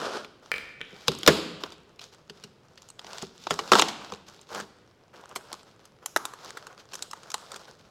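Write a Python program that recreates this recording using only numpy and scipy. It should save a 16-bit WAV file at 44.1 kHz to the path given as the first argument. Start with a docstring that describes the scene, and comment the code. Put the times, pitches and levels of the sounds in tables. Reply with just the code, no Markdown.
"""In a bare, echoing workshop, gloved hands pull open a long cardboard box close to one microphone.
The box slides on the floor, as stick-slip noise, and a small metal tool drops, as decaying modes.
Glued and taped flaps then pop loose, tear and crease: noise bursts excite resonances of panel and tape.
Large flaps boom as low modes, palms scuff and tape crinkles as filtered friction, and small creaks run
throughout; the room adds a diffuse echo and a bed of air noise, and the loudest pops overload the microphone."""
import sys
import numpy as np
from scipy import signal
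from scipy.fft import rfft, irfft, next_fast_len
from scipy.io import wavfile
from scipy.ndimage import map_coordinates

SR = 44100
rng = np.random.default_rng(int(sys.argv[2]) if len(sys.argv) > 2 else 0)


def generate_wav(signal):
    """Clip the signal to [-1, 1] and save it as 16-bit WAV at the path in sys.argv[1]."""
    frames = np.transpose(np.atleast_2d(signal))
    scaled = np.clip(frames, -1, 1) * 32767
    pcm = np.round(scaled).astype(np.int16)
    wavfile.write(sys.argv[1], SR, pcm)


N = 348390

# how stiffness, hollowness and tape vary along the flap as it opens: (time [s], panel pitch [Hz],
# tape sizzle in the tick [dB], hollow knock over panel pock [dB], tape tick over fibre crack [dB])
FLAP_COURSE = [(1.3, 890, -5, 1.5, -11), (2.2, 899, -10, -8.5, -19), (3.8, 839, -17.5, -8.5, -7),
               (5.4, 1077, -3, -5.5, -3), (6.2, 1056, -2.5, -12.5, 1), (7.3, 1025, -11, -15, -1.5)]


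def amp(db):
    """Decibels are twenty times the decimal logarithm of an amplitude ratio; return that ratio."""
    return 10 ** (np.asarray(db) / 20)


def unit(x):
    """Root-mean-square normalization: scale to rms 1."""
    return x / np.sqrt(np.mean(x ** 2) + 1e-20)


def burst(x):
    """Energy normalization: give a short sound the energy of 10 ms at rms 1."""
    return x * np.sqrt(SR / 100 / (np.sum(x ** 2) + 1e-20))


def along(points, hz):
    """Interpolate (frequency [Hz], value) points on a logarithmic frequency axis."""
    f, v = np.transpose(points)
    return np.interp(np.log(hz + 1), np.log(f + 1), v)


def add(track, s, x):
    """Linear superposition: mix x into the track at time s."""
    i = max(round(s * SR), 0)
    track[i:i + len(x)] += x[:N - i]


def colour(x, spectrum):
    """Minimum-phase filtering: folding the cepstrum makes the given spectrum causal."""
    m = 2 * next_fast_len(N // 2 + SR // 4)
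    level_db = along(spectrum, np.fft.rfftfreq(m, 1 / SR))
    cepstrum = irfft(np.log(amp(level_db)), m)
    cepstrum[1:m // 2] *= 2
    cepstrum[m // 2 + 1:] = 0
    response = np.exp(rfft(cepstrum))
    return irfft(rfft(x, m) * response, m)[:N]


def band(x, lo_hz, hi_hz, order=2):
    """Broad resonance: a bandpass between two edges."""
    edges_hz = [lo_hz, min(hi_hz, .48 * SR)]
    return signal.sosfilt(signal.butter(order, edges_hz, "band", fs=SR, output="sos"), x)


def slips(rate, spread_db, smooth):
    """Stick-slip friction: uneven tiny catches, rate per second, on smooth rubbing under a wavering grip."""
    sizes = amp(spread_db * np.minimum(rng.standard_exponential(N), 4)) * rng.choice([-1, 1], N)
    catches = unit(sizes * (rng.random(N) < rate / SR))
    knots = np.arange(N) * 35 / SR  # 35 grip values per second
    grip_db = 2.5 * map_coordinates(rng.standard_normal(int(knots[-1]) + 2), [knots])
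    return unit(amp(grip_db) * (catches + smooth * rng.standard_normal(N)))


def room_air():
    """Stationary broadband noise, shaped by a fixed spectrum, fills the room."""
    # spectrum of the air noise: (frequency [Hz], relative density [dB])
    air_spectrum = [(25, -17), (60, -8.5), (140, -1.5), (190, -5.5), (280, -8.5), (450, -5.5), (800, -16),
                    (1400, -22), (1900, -21), (3300, -25.5), (10000, -40.5), (16000, -47.5)]
    return amp(-61.0) * unit(colour(rng.standard_normal(N), air_spectrum))


def slide():
    """Stick-slip friction: the bottom edge chatters over the concrete."""
    # the box sliding on the floor: (time [s], level [dB])
    slide_course = [(0, -33), (.055, -31), (.135, -34), (.2, -41.5), (.25, -48.5), (.3, -77.5)]
    # spectrum of the scrape: (frequency [Hz], relative density [dB])
    scrape_spectrum = [(59, -57.5), (100, -21.5), (177, -15), (433, -0.5), (492, -1.5), (535, -0.5),
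                       (768, -8), (1450, -4.5), (2000, -20), (3190, -15.5), (5080, -17.5), (12700, -42),
                       (16000, -56)]
    times_s, levels_db = np.transpose(slide_course)
    level_db = np.interp(np.arange(N) / SR, times_s, levels_db)
    chatter = slips(rate=2100, spread_db=2.0, smooth=0.5)
    return amp(level_db) * unit(colour(chatter, scrape_spectrum))


def handling():
    """Incoherent powers add: pulls swell, rubs fade, and both die quickly when the hand lets go."""
    # pulls on a flap, swelling until it yields:
    # (start [s], length [s], relative scuffing level [dB], crinkling over scuffing [dB])
    pulls = [(.83, 0.31, -48, 0), (1.13, .13, -49, 2), (2.28, .16, -55.5, -3), (2.6, 0.29, -66, 4.5),
             (2.97, 0.18, -43, -4.5), (3.11, .12, -45.5, 4), (3.33, 0.2, -54.5, 8.5),
             (3.55, .15, -43.5, -0.5), (3.71, 0.078, -25.5, 2), (4.47, 0.091, -38.5, -3.5),
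             (4.52, 0.072, -34.5, -4.5), (5.42, 0.12, -48.5, -5.5), (6.35, 0.1495, -45, -1.5),
             (6.76, 0.042, -49.5, -4), (6.87, .07, -50.5, 0.5), (7.25, 0.31, -48, -2.5)]
    # palms landing and sliding to rest:
    # (start [s], length [s], relative scuffing level [dB], crinkling over scuffing [dB])
    rubs = [(.42, 0.3, -55.5, -3), (1.6, 0.11, -45, -5), (2.005, 0.053, -51.5, 7.5),
            (2.12, 0.012, -47.5, 1.5), (3.52, .1, -41.5, -1.5), (4.0, 0.16, -46.5, -4.5),
            (4.26, 0.22, -56.5, 0.5), (5.13, .13, -48, -9), (5.27, 0.29, -50, -11), (5.52, 0.18, -59, -2),
            (5.66, 0.094, -56, -8), (5.79, 0.1, -57, -6), (6.02, 0.113, -54.5, -8), (6.19, 0.2, -64, -10),
            (6.53, 0.2, -50.5, -4), (6.68, 0.055, -49.5, -13), (6.97, .1, -51.5, -2),
            (7.145, 0.17, -50.5, -4), (7.59, 0.064, -49.5, -1), (7.67, .07, -49, -2),
            (7.78, 0.18, -58.5, -2.5)]
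    landing_s, rub_fade_db, release_s = 0.011, 7, 0.025
    grip_scuff_db, grip_crinkle_db = -67.5, -73.5  # hands that only hold the box
    scuff_power = np.full(N, amp(grip_scuff_db) ** 2)
    crinkle_power = np.full(N, amp(grip_crinkle_db) ** 2)
    age = np.arange(SR) / SR

    def swell(length):
        return np.clip(age / length, 0, 1)

    def glide(length):
        return np.clip(age / landing_s, 0, 1) * amp(-rub_fade_db * np.clip(age / length, 0, 1))

    for strokes, shape in (pulls, swell), (rubs, glide):
        for s, length, db, crinkle_db in strokes:
            release = np.exp(-np.maximum(age - length, 0) / release_s)
            effort = amp(db) * shape(length) * release
            add(scuff_power, s, effort ** 2)
            add(crinkle_power, s, (amp(crinkle_db) * effort) ** 2)
    return 10 * np.log10(scuff_power), 10 * np.log10(crinkle_power)


def hands():
    """Stick-slip friction: gloves drag over the board and flex it, and tape crinkles in sharper catches."""
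    # spectra of flexing board, scuffing gloves and crinkling tape: (frequency [Hz], relative density [dB])
    flex_spectrum = [(50, -32.5), (110, -9.5), (165, -10), (205, -3.5), (265, -10.5), (350, 1.5),
                     (470, 0.5), (620, -11), (1200, -48.5)]
    scuff_spectrum = [(250, -32), (500, 0.5), (680, -1), (900, -1.5), (1200, -1.5), (1480, -1), (1850, -12),
                      (3200, -10), (8000, -40)]
    crinkle_spectrum = [(1000, -42), (2000, -2.5), (2600, 1), (3400, 4), (5200, 2), (7200, -7),
                        (9000, -16.5), (12000, -18), (16000, -27)]
    scuff_db, crinkle_db = handling()
    bending = slips(rate=450, spread_db=7.5, smooth=.6)
    drag = slips(rate=440, spread_db=2.0, smooth=1.0)
    catches = slips(rate=390, spread_db=4.5, smooth=1.0)
    flex = amp(scuff_db - 8.0) * unit(colour(bending, flex_spectrum))
    scuff = amp(scuff_db) * unit(colour(drag, scuff_spectrum))
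    crinkle = amp(crinkle_db) * unit(colour(0.82 * drag + catches, crinkle_spectrum))
    return flex + scuff + crinkle


def creaks():
    """Buckling instability: small flutes give way at random, louder while the hands work harder."""
    out, t = np.zeros(N), np.arange(SR // 60) / SR
    scuff_db, crinkle_db = handling()
    count = 190  # one in each equal slot of time
    crush = t * np.exp(-t / .0005)
    for slot, (when, size, stiffness) in enumerate(rng.random((count, 3))):
        i = int((slot + when) / count * (N - 1))
        fibres = rng.standard_normal(len(t)) * crush
        shift = np.sqrt(.5 + stiffness)  # pitch follows the root of stiffness
        pock = amp(scuff_db[i]) * burst(band(fibres, 750 * shift, 1350 * shift))
        tick = amp(crinkle_db[i] + 2.5) * burst(band(fibres, 3000 * shift, 6800 * shift, order=3))
        add(out, i / SR, amp(14 * size - 10) * (pock + tick))
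    return out


def workshop(x):
    """Diffuse reverberation: hard floor and distant walls return noise that decays at each frequency."""
    # decay of the echo: (frequency [Hz], 60 dB decay time [s])
    decay_times = [(100, 2.1), (200, 0.54), (500, 0.73), (3000, 0.886), (5000, 0.7), (9000, 0.57),
                   (15000, 0.37)]
    # colour of the echo: (frequency [Hz], relative level [dB])
    echo_spectrum = [(50, -2), (180, 9), (500, -0.5), (1200, -2.5), (5000, 0), (9000, -1), (15000, 1.5)]
    hz, t, z = signal.stft(rng.standard_normal(SR + SR // 4), SR, nperseg=256)
    decay_db = along(echo_spectrum, hz)[:, None] - 60 * t / along(decay_times, hz)[:, None]
    tail = signal.istft(z * amp(decay_db), SR, nperseg=256)[1]
    tail = tail * (1 - np.exp(-np.arange(len(tail)) / SR / 0.011))  # gradual build-up
    return signal.fftconvolve(x, tail / np.linalg.norm(tail))[:N]


def breaks():
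    """Source mixing: yield (s, crumble s, knock, pock, crack, tick dB), set by the place along the flap."""
    # the board giving way:
    # (time [s], crumble time [s], panel pock as power over 10 ms [dB], fibre crack over the pock [dB])
    fractures = [(0.2469, .0007, -49.5, 6), (1.0811, .0012, -26, 7.5), (1.117, .002, -42, 2.5),
                 (1.232, 0.0021, -43.5, 11.5), (1.2638, .0007, -32.5, 9), (1.2757, 0.005, -7.5, 2.5),
                 (1.2853, 0.011, -17, -10), (1.6364, 0.00084, -34, 1), (1.7207, 0.0069, -52, 6),
                 (1.993, 0.0031, -56, 12.5), (2.2972, 0.0042, -49.5, 7.5), (2.438, 0.0061, -55, 13),
                 (2.776, 0.0068, -62.5, 14), (2.993, .0019, -49, 8), (3.067, 0.0033, -56, 9.5),
                 (3.1324, 0.0017, -46.5, -1.5), (3.2294, .0008, -40, -19), (3.4691, .0021, -30, -7),
                 (3.5072, .0067, -23.5, -3), (3.5905, 0.0054, -26.5, -4), (3.718, 0.0052, -7, -8),
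                 (3.7322, .004, -11.5, -6.5), (3.7535, 0.00067, -14.5, -8), (3.786, 0.0024, -24, -2),
                 (3.7952, 0.00072, -18, 1), (3.8214, 0.0013, -20, 2), (3.8837, 0.013, -35.5, 4.5),
                 (4.122, 0.00078, -36.5, -8), (4.137, 0.0013, -47, 3.5), (4.5477, 0.00274, -37, -3),
                 (4.5998, 0.0059, -35.5, -6.5), (5.3596, 0.0074, -34, -0.5), (5.529, 0.001, -41.5, 2.5),
                 (6.1624, .0017, -18, -11), (6.2535, 0.0011, -34.5, -1), (6.3363, .001, -41, -11.5),
                 (6.4465, .0015, -48.5, -1.5), (6.5716, .0045, -38, -10), (6.6688, 0.001, -43.5, -6),
                 (6.9343, 0.0025, -43, -0.5), (7.0241, 0.0004, -47.5, 13.5), (7.1325, 0.0021, -35.5, -11.5),
                 (7.342, 0.0011, -30, -0.5), (7.518, 0.0018, -45, 1.5), (7.5604, 0.0039, -45.5, 2)]
    # packing tape ticking as it lets go: (time [s], level [dB])
    tape_ticks = [(1.1874, -45), (1.96, -66), (2.097, -73), (2.82, -53), (2.888, -50.5), (2.902, -47.5),
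                  (3.2235, -39), (3.503, -42.5), (3.8152, -27), (4.286, -50.5), (4.4134, -53.5),
                  (5.211, -63), (5.355, -46), (5.2921, -56), (5.8541, -53.5), (6.06, -31), (6.1711, -34.5),
                  (6.9419, -40.5), (6.9539, -38.5), (7.1122, -41), (7.303, -41.5), (7.3171, -41)]
    course_s, _, _, hollow_db, tape_db = np.transpose(FLAP_COURSE)
    for s, crumble, pock_db, bright_db in fractures:
        knock_db = pock_db + np.interp(s, course_s, hollow_db)
        crack_db = pock_db + bright_db
        yield s, crumble, knock_db, pock_db, crack_db, crack_db + np.interp(s, course_s, tape_db)
    for s, db in tape_ticks:  # brief, and barely moving the board
        yield s, 0.0013, db - 28.5, db - 9, db - 7, db


def snap_voices(drive, pitch_hz, sizzle_db, shift, breadth):
    """Forced resonance: a fracture shakes hollow box, panel, stiff fibres and tape."""
    knock = band(drive[0], 315, 420 * breadth)
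    pock = band(drive[1], pitch_hz / breadth, pitch_hz * breadth)
    crack = band(drive[2], 3350 * shift / breadth, 3350 * shift * breadth)
    sizzle = amp(sizzle_db) * unit(band(drive[2], 5900, 12000))
    tick = unit(band(drive[3], 5300 * shift, 7500 * shift)) + sizzle
    return [burst(x) for x in (knock, pock, crack, tick)]


def snaps():
    """Brittle fracture: quick showers of breaking fibres; return near sound and what spreads into the room."""
    near, far = np.zeros(N), np.zeros(N)
    lead = .004  # s of faint noise rising into each break
    t = np.arange(SR // 12) / SR - lead
    after = np.maximum(t, 0)
    course_s, pitches, sizzles, _, _ = np.transpose(FLAP_COURSE)
    for s, crumble, *levels_db in breaks():
        shift = np.exp(0.32 * (rng.random() - .5))  # every crease has its own stiffness
        breadth = 1.28 + .5 * min(crumble / 0.0089, 1)  # a clean snap rings narrowly, a long rip broadly
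        timbre = np.interp(s, course_s, pitches), np.interp(s, course_s, sizzles), shift, breadth
        lead_in = min(.2, amp(-54.5 - max(levels_db)))  # a faint noise swells briefly into the break
        envelope = (t >= 0) + lead_in * (t < 0) * np.exp(-np.abs(t) / 0.0018)
        fracture = np.exp(-after / max(crumble, 1e-4))
        shiver = fracture + 0.35 * np.exp(-after / 0.0053)  # waves run back and forth in the panel
        hollow = fracture + .5 * np.exp(-after / 0.0097)
        drive = rng.standard_normal((4, len(t))) * envelope * [hollow, shiver, shiver, shiver]
        fold_delay = round(SR * .0005 * (1 + rng.random()))
        drive = drive + .5 * np.roll(drive, fold_delay, axis=1)  # reflection off the nearest fold
        add(near, s - lead, amp(levels_db) @ snap_voices(drive, *timbre))
        # summed over all directions, the fracture acts as one clean impulse
        impulse = np.tile(signal.unit_impulse(len(t)), (4, 1))
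        add(far, s + .008 * rng.random(), amp(levels_db) @ snap_voices(impulse, *timbre))
    return near, far


def dropped_tool():
    """Impact excitation of damped modes: each contact with the floor gives a crack and a clink."""
    # a small metal tool bouncing on the floor: (time [s], ring level [dB], crack level [dB])
    bounces = [(.517, -24.5, -27.5), (0.54, -29.5, -38), (0.561, -37.5, -43.5), (0.582, -37, -43.5),
               (.807, -43, -52.5), (.814, -38, -36.5)]
    # modes of the tool: (frequency [Hz], mean relative level [dB], 60 dB decay time [s])
    tool_modes = [(483, -3.5, 0.019), (1462, -6.5, 0.029), (1780, -0.5, 0.024), (2140, -5.5, .02),
                  (2320, -1, 0.044), (2317, -2, 0.031), (2340, -25.5, .45), (2500, -22, 0.49),
                  (3070, -4.5, 0.017), (4540, -16.5, .008)]
    out, t = np.zeros(N), np.arange(SR // 5) / SR
    for s, ring_db, crack_db in bounces:
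        ring = np.zeros(len(t))
        for hz, level, t60 in tool_modes:
            envelope = amp(level + rng.normal(0, 1.2) - 60 * t / t60)
            ring += envelope * np.sin(2 * np.pi * (hz * t + rng.random()))
        crack = band(rng.standard_normal(len(t)) * np.exp(-t / 0.00098), 1400, 3600)
        add(out, s, amp(ring_db) * burst(ring) + amp(crack_db) * burst(crack))
    return out


def booms():
    """Modal resonance: a flap springing free sets the large panels and the enclosed air swinging."""
    # blows that set the whole box booming: (time [s], level [dB])
    blows = [(0.928, -45), (1.085, -24), (1.286, -13), (1.636, -53), (2.297, -43.5), (2.442, -45),
             (3.227, -34), (3.511, -29), (3.613, -41), (3.719, -22), (3.824, -38.5), (4.122, -37),
             (4.619, -45), (7.561, -53), (7.69, -53.5)]
    # modes of the hollow box: (mean frequency [Hz], mean relative level [dB], 60 dB decay time [s])
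    box_modes = [(38.06, -5, 0.01), (81.4, -15, 0.13), (129, -7, 0.087), (164, 0.5, 0.082), (217, 2, 0.072),
                 (360, -1, 0.088), (409.5, 2.5, 0.11), (468, 5, 0.06)]
    out, t = np.zeros(N), np.arange(SR // 2) / SR
    onset = 1 - np.exp(-t / 0.0043)
    for s, db in blows:
        ring = np.zeros(len(t))
        for hz, level, t60 in box_modes:
            envelope = amp(level + rng.normal(0, 2) - 60 * t / t60)
            ring += envelope * np.sin(2 * np.pi * (hz * rng.normal(1, 0.032) * t + rng.random()))
        add(out, s, amp(db) * burst(ring * onset))
    return out


def scene():
    """Direct-to-reverberant ratio: sounds at the hands are dry; the tool on the floor carries more room."""
    rub = amp(-1.5) * hands() + creaks() + slide()
    pops, spread = snaps()
    tool, boom = dropped_tool(), booms()
    echo = workshop(amp(-16.0) * spread + amp(-14.5) * boom + amp(-15.0) * rub + amp(-6.5) * tool)
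    return (pops + boom + rub + tool + echo + room_air())[None]


def record(dry):
    """Saturation and band limiting: the microphone flattens the loudest peaks, then drops the top treble."""
    ceiling, top_hz = .55, 16100
    held = dry / (1 + np.abs(dry / ceiling) ** 4) ** (1 / 4)
    m = next_fast_len(N + SR // 4)
    passed = np.fft.rfftfreq(m, 1 / SR) < top_hz
    return irfft(rfft(held, m) * passed, m)[:, :N]


dry = scene()
out = record(dry)
generate_wav(out)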